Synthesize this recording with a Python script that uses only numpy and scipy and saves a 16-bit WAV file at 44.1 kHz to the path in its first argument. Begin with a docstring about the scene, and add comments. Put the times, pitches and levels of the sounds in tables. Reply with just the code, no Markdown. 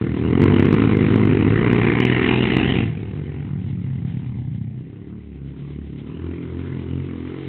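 """Two quads racing on a dirt track

Two single-cylinder four-stroke quads race past, pull away, shut off for the far turn and open up again.
Every firing sends one pressure pulse through the muffler, with a burst of rasping gas on its front.
Chains, tyres and clanking frames rush along underneath, and the tree line echoes the quads.
A small camera microphone passes only a narrow band and flattens the tallest peaks."""
import sys
import numpy as np
from scipy import signal
from scipy.fft import rfft, irfft, next_fast_len
from scipy.io import wavfile
from scipy.ndimage import uniform_filter1d, map_coordinates

SR = 44100
rng = np.random.default_rng(int(sys.argv[2]) if len(sys.argv) > 2 else 0)


def waveform_to_disk(signal):
    """Save audio, clipped to [-1, 1], as 16-bit WAV at the path in sys.argv[1]."""
    frames = np.transpose(np.atleast_2d(signal))
    scaled = np.clip(frames, -1, 1) * 32767
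    samples = np.round(scaled).astype(np.int16)
    wavfile.write(sys.argv[1], SR, samples)


N = 329868


def amp(db):
    """Turn decibels into gain."""
    return 10 ** (np.asarray(db) / 20)


def unit(x):
    """Scale x to an rms of 1."""
    return x / np.sqrt(np.mean(x ** 2) + 1e-20)


def steady(x):
    """Even x out to an rms near 1 all the way through, using a sliding half-second window."""
    window = np.hanning(SR // 2)
    power = np.abs(signal.fftconvolve(x ** 2, window, "same"))
    weight = signal.fftconvolve(np.ones(N), window, "same")
    return x / np.sqrt(power / weight + 1e-20)


def along(points, hz):
    """Read a value between (f/Hz, value) points on a log frequency axis."""
    f, v = np.transpose(points)
    return np.interp(np.log(hz + 1), np.log(f + 1), v)


def curves(rows):
    """Draw one value per sample for each column after the time."""
    s, *cols = np.transpose(rows)
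    return [np.interp(np.arange(N) / SR, s, c) for c in cols]


def wobble(rate):
    """Draw a smooth random curve through a given number of random points a second."""
    knots = rng.standard_normal(int(N * rate / SR) + 4)
    return map_coordinates(knots, [np.arange(N) * rate / SR])


def filtered(x, response):
    """Multiply the spectrum of x by a response to frequency."""
    m = next_fast_len(N + SR // 2)
    return irfft(rfft(x, m) * response(np.fft.rfftfreq(m, 1 / SR)), m)[:N]


def coloured(x, spectrum):
    """Shape x by (f/Hz, level/dB) points."""
    return filtered(x, lambda hz: amp(along(spectrum, hz)))


def ringing(spectrum, size=8192):
    """Make the pulse with this spectrum that starts at once and never sounds before its cause."""
    cepstrum = irfft(np.log(amp(along(spectrum, np.fft.rfftfreq(size, 1 / SR)))))
    # folding the cepstrum onto its first half gives minimum phase
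    cepstrum[1:size // 2] *= 2
    cepstrum[size // 2 + 1:] = 0
    return irfft(np.exp(rfft(cepstrum)))


# bumpy stretches where the revs hunt up and down
# (start t/s, end t/s, period t/s, swing of first and of second quad as a share of speed)
BUMPY_STRETCHES = [(0.736, 1.398, .33, .028, .004), (5.021, 6.1, .55, .035, .03),
                   (6.559, 7.473, .365, .036, .022)]


def hunting():
    """Over bumps the rear wheels slip and grip in turn, which swings the speed of each engine."""
    t = np.arange(N) / SR
    total = 1
    for start, end, period, *swings in BUMPY_STRETCHES:
        swing = np.sin(2 * np.pi * (t - start) / period) * (t > start) * (t < end)
        total = total + np.outer(swings, swing)
    return total


# engine speed before the bumps: the higher-revving quad (t/s, firings a second)
HIGH_REV_SPEED = [(0, 42.2), (.27, 41.8), (.44, 48.8), (.65, 47.6), (.76, 53.6), (1.45, 52), (1.68, 59.7),
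                  (1.86, 57.2), (2.02, 62), (2.48, 62), (2.7, 65.2), (2.93, 50.3), (3.23, 48), (3.42, 47.3),
                  (3.75, 45.1), (4.38, 39), (4.78, 32.5), (5.1, 36), (5.5, 34.5), (5.98, 35.7),
                  (6.22, 43.2), (6.5, 42.2), (6.65, 44.3), (7.48, 43.8)]
# the same for the quad in a taller gear (t/s, firings a second)
TALL_GEAR_SPEED = [(0, 37.56), (.44, 39.18), (.56, 34.02), (.76, 34.95), (.9, 41.86), (1.25, 43.06),
                   (1.48, 36.66), (1.8, 34.6), (2.05, 41.79), (2.45, 43), (2.78, 46.84), (3, 36.83),
                   (3.22, 38.7), (3.75, 35.18), (4.7, 30.07), (5.05, 36), (5.95, 36.5), (6.3, 41.37),
                   (7.48, 44.56)]


def engine_speeds():
    """Each engine follows its own speed curve, swung up and down by the bumps."""
    return np.array(curves(HIGH_REV_SPEED) + curves(TALL_GEAR_SPEED)) * hunting()


def firings(speed, scatter_db, jitter_s, waver):
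    """An engine gives one impulse per firing, each a little off in time and strength."""
    rate = speed * (1 + waver * wobble(14))
    turns = np.cumsum(rate) / SR + rng.random()
    at = np.flatnonzero(np.diff(np.floor(turns)))
    chance = rng.standard_normal((len(at), 2))
    shift = np.round(jitter_s * SR * chance[:, 0]).astype(int)
    return np.bincount(np.clip(at + shift, 0, N - 1), amp(scatter_db * chance[:, 1]), N)


# the pair pulls away, shuts off, turns and comes back (t/s, shared exhaust level/dB, throttle 0-1)
DRIVE_PATH = [(0, -22.5, 0.82), (.19, -23, 0.81), (.44, -15.5, 1), (.9, -18, 0.93), (1.85, -18, 0.95),
              (2.1, -20.5, 1), (2.8, -20.5, 0.87), (2.88, -21, 0.34), (2.98, -27, .52), (3.27, -27, 0.44),
              (3.75, -25, 0.15), (4.25, -26.5, 0.28), (4.58, -27, .02), (4.86, -34.5, .45), (5.1, -33, .44),
              (5.3, -37, 0.53), (5.9, -33.5, .6), (6.25, -32.5, .88), (6.85, -29.5, 0.71),
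              (7.48, -32, 0.89)]


def exhaust_level():
    """The shared exhaust level in dB, falling and rising as the pair goes and comes."""
    return curves(DRIVE_PATH)[0]


def throttle():
    """How far the throttles are open, 0-1."""
    return np.clip(curves(DRIVE_PATH)[1], 0, 1)


SHUT, OPEN = .3, 0.92  # throttle at or below which the engines coast, and from which they pull fully


def load():
    """How hard the engines pull, from 0 coasting to 1 driving."""
    return np.clip((throttle() - SHUT) / (OPEN - SHUT), 0, 1)


NEAR_DB, FAR_DB = -21, -33.5  # exhaust level of the quads close by and at the far turn


def by_distance(near, far):
    """A value that moves from near to far as the quads grow fainter."""
    return near + (far - near) * np.clip((NEAR_DB - exhaust_level()) / (NEAR_DB - FAR_DB), 0, 1)


# which way the quads point
# (t/s, share heading this way with the intakes in front, share seen from straight behind)
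VIEWS = [(0, .05, 0.008), (1.4, 0, 0.11), (2.1, 0.013, 0.54), (2.65, 0.17, 0.87), (4.65, 0.026, 1),
         (4.95, .92, .3), (6, 0.99, .1), (7.48, 0.6, .2)]


def view():
    """The shares heard from the front and from straight behind, each 0-1."""
    return np.clip(curves(VIEWS), 0, 1)


# how much louder the first quad is than the second (t/s, level/dB)
FIRST_QUAD_LEAD = [(0, 0), (.5, 3), (2.4, 1), (3.3, 0.5), (4, 2), (4.9, -4), (5.6, 4.5), (6.3, 4),
                   (7.48, 7)]
JOLT_DB, JOLTS_PER_S = 0.4, 6  # size and pace of the wavering in each quad's level


def quad_shares():
    """Each quad's part of the exhaust level in dB; rough ground makes it waver."""
    lead = amp(curves(FIRST_QUAD_LEAD)[0])
    whole = np.hypot(1, lead)
    return [20 * np.log10(part / whole) + JOLT_DB * wobble(JOLTS_PER_S) for part in (lead, 1)]


BARK_OPEN_DB, BARK_SHUT_DB = 0.42, -17  # pulse front against its boom, at full and at closed throttle


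def bark_level(boom_db):
    """The wider the throttle, the steeper and louder the front of each pulse."""
    return boom_db + BARK_SHUT_DB + (BARK_OPEN_DB - BARK_SHUT_DB) * throttle()


# colour of one driving pulse through the first quad's muffler (f/Hz, relative level/dB)
FIRST_PIPE = [(30, -45.5), (55, -15), (85, -3.5), (112, 1), (170, -3.5), (245, -2.5), (300, -2.5),
              (360, -2.5), (425, -6), (480, -9.5), (560, -30), (800, -37.5), (1500, -49)]
# the same for the second quad (f/Hz, relative level/dB)
SECOND_PIPE = [(30, -52.5), (55, -15.5), (78, -4), (125, 1), (165, -0.5), (230, 0), (300, -6), (385, -7.5),
               (450, -12), (540, -27.5), (800, -33.5), (1500, -53.5)]
# one pulse of either quad with the throttle shut (f/Hz, relative level/dB)
COASTING_PULSE = [(30, -43), (60, -17.5), (85, -5), (125, 5.5), (165, -2.5), (210, -4), (255, -9),
                  (295, -12.5), (340, -20), (420, -28.5), (490, -38.5), (1500, -73.5)]
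# one pulse of either quad heard from the front (f/Hz, relative level/dB)
ONCOMING_PULSE = [(30, -40), (55, -15.5), (78, 4), (90, 0), (108, -8), (138, 5), (165, -2.5), (200, -3.5),
                  (255, 1), (320, -1), (390, -6), (460, -14), (560, -27.5), (1500, -52)]


def exhaust(pulses, pipe, share_db, split_hz):
    """The muffler booms at every pulse; an open throttle steepens the front into a bark."""
    boom_db = exhaust_level() + share_db
    oncoming, _ = view()
    driving = (1 - oncoming) * load()
    coasting = 1 - oncoming - driving
    mixture = ((driving, pipe), (coasting, COASTING_PULSE), (oncoming, ONCOMING_PULSE))
    wave = -sum(signal.fftconvolve(pulses * share, ringing(shape))[:N] for share, shape in mixture)
    # the boom lies below the split, the bark is what remains
    boom = filtered(wave, lambda hz: 1 / (1 + (hz / split_hz) ** 12))
    bark = wave - boom
    return amp(boom_db) * steady(boom) + amp(bark_level(boom_db)) * steady(bark)


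def gas_flow(pulses, share_db, rise_s, fall_s):
    """Gas leaves the tailpipe in one short puff per firing."""
    t = np.arange(SR // 20) / SR
    puff = (1 - np.exp(-t / rise_s)) * np.exp(-t / fall_s)
    return amp(share_db) * steady(signal.fftconvolve(pulses, puff)[:N])


def pipe_crack(pulses, share_db, decay_s):
    """Each pulse front is scattered the same way along the pipe, which smears it without colouring it."""
    t = np.arange(SR // 50) / SR
    scatter = rfft(rng.standard_normal(len(t)) * t * np.exp(-t / decay_s))
    rattle = irfft(np.exp(1j * np.angle(scatter)))  # keep only the phase
    return amp(share_db) * steady(signal.fftconvolve(pulses, rattle)[:N])


# colour of the throaty rasp (f/Hz, relative level/dB per Hz)
THROAT_COLOUR = [(250, -30), (480, -0.5), (590, -3.5), (780, -7), (900, -1), (1060, 3.5), (1250, -0.5),
                 (1450, -1.5), (1700, -13), (2200, -38.5)]
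# the throaty rasp is hollower from straight behind (f/Hz, relative level/dB per Hz)
HOLLOW_COLOUR = [(250, -32.5), (480, 2.5), (590, -3), (770, 3), (920, 0.5), (1080, -2.5), (1300, -5),
                 (1500, -5), (1700, -10), (2200, -37.5)]
# colour of the jet, higher up (f/Hz, relative level/dB per Hz)
JET_COLOUR = [(1200, -37), (1600, -9), (1850, 2), (2080, 3.5), (2400, -3), (2650, -23.5), (3200, -50.5)]
# colour of the sizzle, highest of all (f/Hz, relative level/dB per Hz)
SIZZLE_COLOUR = [(1900, -40), (2400, -6.5), (2600, -0.5), (2900, -0.5), (3100, -6), (3350, -10.5),
                 (3750, -15.5), (4300, -28)]
# gas noise against the bark, one row each for throaty rasp, jet and sizzle
# (level/dB at cruising speed, level/dB more per extra firing a second, level/dB more from the front,
# level/dB more inside its beam under load, share from behind where the beam points)
GAS_LEVELS = [(-18, 0.2459, -2, 0.5, 0.68), (-21, 0.2845, -3.5, 7.5, 0.54), (-26, 0.1933, 1, 13, 0.76)]
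CRUISE_RATE = 45  # firings a second
BLUR_NEAR, BLUR_FAR = .3, 0.94  # steady flow added to the puffs, which have an rms near 1
BEAM_WIDTH = 0.31  # in shares of the view from behind


def rasp(flow, crack, speed, throat_crack, jet_crack):
    """Turbulence follows the puffs and crack, grows with revs, beams backwards and blurs with distance."""
    between = np.abs(by_distance(BLUR_NEAR, BLUR_FAR))
    oncoming, behind = view()
    gas = steady((flow + between) * rng.standard_normal(N))
    crack = steady(crack) * np.exp(-2 * between)
    low = gas + throat_crack * crack
    high = gas + jet_crack * crack
    throat = steady((1 - behind) * coloured(low, THROAT_COLOUR) + behind * coloured(low, HOLLOW_COLOUR))
    jet = steady(coloured(high, JET_COLOUR))
    sizzle = steady(coloured(high, SIZZLE_COLOUR))
    bark_db, pull = bark_level(exhaust_level()), load()
    total = 0
    for layer, (cruise_db, rev_db, front_db, beam_db, aim) in zip((throat, jet, sizzle), GAS_LEVELS):
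        beam = pull * np.exp(-((behind - aim) / BEAM_WIDTH) ** 2)
        level_db = bark_db + cruise_db + rev_db * (speed - CRUISE_RATE)
        total = total + amp(level_db + front_db * oncoming + beam_db * beam) * layer
    return total


def patchy(x, depth_db, size=512):
    """Swinging tailpipes and bumpy ground make patches of the gas noise swell and fade."""
    z = signal.stft(x, nperseg=size)[2]
    across_pitch = uniform_filter1d(rng.standard_normal(z.shape), size=5, axis=0)
    field = uniform_filter1d(across_pitch, size=13, axis=1)
    return signal.istft(z * amp(depth_db * unit(field)), nperseg=size)[1][:N]


# colour of chains, valve gear and tyres (f/Hz, relative level/dB per Hz)
RUNNING_COLOUR = [(40, -0.5), (90, 8.5), (300, 4.5), (560, 3), (780, 2.5), (1100, -5.5), (1600, -7),
                  (2130, 2), (2600, -8), (3100, -0.5), (3700, -4.5), (4300, -18)]
# how loud they are along the way (t/s, level/dB)
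RUNNING_LEVEL = [(0, -50.5), (.5, -44.5), (2.7, -41.5), (3, -57), (4.2, -56), (4.7, -62), (5.2, -64.5),
                 (5.6, -58.5), (6.3, -55.5), (7.48, -50.5)]


def running_gear(flutter_db, clank_db, clanks_per_s, frame_hz, decay_s):
    """An unsteady rush of chains and tyres; ruts make the steel frames clank."""
    rush = amp(flutter_db * wobble(30)) * unit(coloured(rng.standard_normal(N), RUNNING_COLOUR))
    knocks = (rng.random(N) < clanks_per_s / SR) * amp(3.7 * rng.standard_normal(N))
    t = np.arange(SR // 20) / SR
    swell = signal.fftconvolve(knocks, t * np.exp(-t / decay_s))[:N]
    pitch = frame_hz * (1 + 0.03 * wobble(60))
    clanks = unit(swell * np.sin(2 * np.pi * np.cumsum(pitch) / SR))
    return amp(curves(RUNNING_LEVEL)[0]) * (rush + amp(clank_db) * clanks)


# how long the trees' answer takes to fall by 60 dB (f/Hz, t/s)
TREE_DECAY = [(100, 0.43), (500, 0.35), (4000, 0.13)]


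def tree_line(x, delay_s):
    """The trees give a diffuse late answer whose treble dies first."""
    hz, t, z = signal.stft(rng.standard_normal(SR // 2), SR, nperseg=256)
    fade = amp(-60 * t / along(TREE_DECAY, hz)[:, None])
    tail = signal.istft(z * fade, SR, nperseg=256)[1]
    late = np.pad(x, (int(abs(delay_s) * SR), 0))
    return signal.fftconvolve(late, tail / np.linalg.norm(tail))[:N]


WET_NEAR_DB, WET_FAR_DB = -12, -6.5  # tree line answer against the direct sound


def roaming_echo(x, drift_rate, count=3):
    """As the quads move, the paths by way of the trees keep changing."""
    weights = np.array([wobble(drift_rate) for _ in range(count)])
    weights /= np.sqrt(np.sum(weights ** 2, axis=0) + 0.066)
    answer = sum(tree_line(x * w, delay_s=.03) for w in weights)
    return amp(by_distance(WET_NEAR_DB, WET_FAR_DB)) * answer


def scene():
    """Both quads, their gas noise, their running gear and the echo from the trees."""
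    first_speed, second_speed = engine_speeds()
    first_db, second_db = quad_shares()
    first = firings(first_speed, scatter_db=.9, jitter_s=.00003, waver=.004)
    second = firings(second_speed, scatter_db=1.44, jitter_s=.00008, waver=.006)
    pipes = exhaust(first, FIRST_PIPE, first_db, split_hz=213.0)
    pipes = pipes + exhaust(second, SECOND_PIPE, second_db, split_hz=234)
    first_flow = gas_flow(first, first_db, rise_s=0.0035, fall_s=0.0023)
    second_flow = gas_flow(second, second_db, rise_s=0.0031, fall_s=0.0025)
    flow = steady(np.hypot(first_flow, second_flow))
    crack = pipe_crack(first, first_db, decay_s=.0013)
    crack = crack + .7 * pipe_crack(second, second_db, decay_s=0.0018)
    # the first quad's revs set the level of all the gas noise
    gas = rasp(flow, crack, first_speed, throat_crack=2.8, jet_crack=1.1)
    quads = amp(-0.68) * pipes + patchy(gas, depth_db=2.5)
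    gear = running_gear(flutter_db=3.5, clank_db=-12.5, clanks_per_s=5.5, frame_hz=2040, decay_s=0.0034)
    return (quads + roaming_echo(quads, drift_rate=4) + gear)[None]


BAND_HZ = 4285 - 150  # the steep edge of the microphone's narrow band
TOP_HZ = 15848  # nothing passes from here up, not even the buzz of flattened peaks


def record(dry):
    """The camera microphone hears a narrow band and flattens the tallest peaks."""
    narrow = filtered(dry[0], lambda hz: 1 / np.sqrt(1 + (hz / BAND_HZ) ** 70))
    flattened = np.clip(narrow, -.71, .71)
    return filtered(flattened, lambda hz: hz < TOP_HZ)[None]


dry = scene()
out = record(dry)
waveform_to_disk(out)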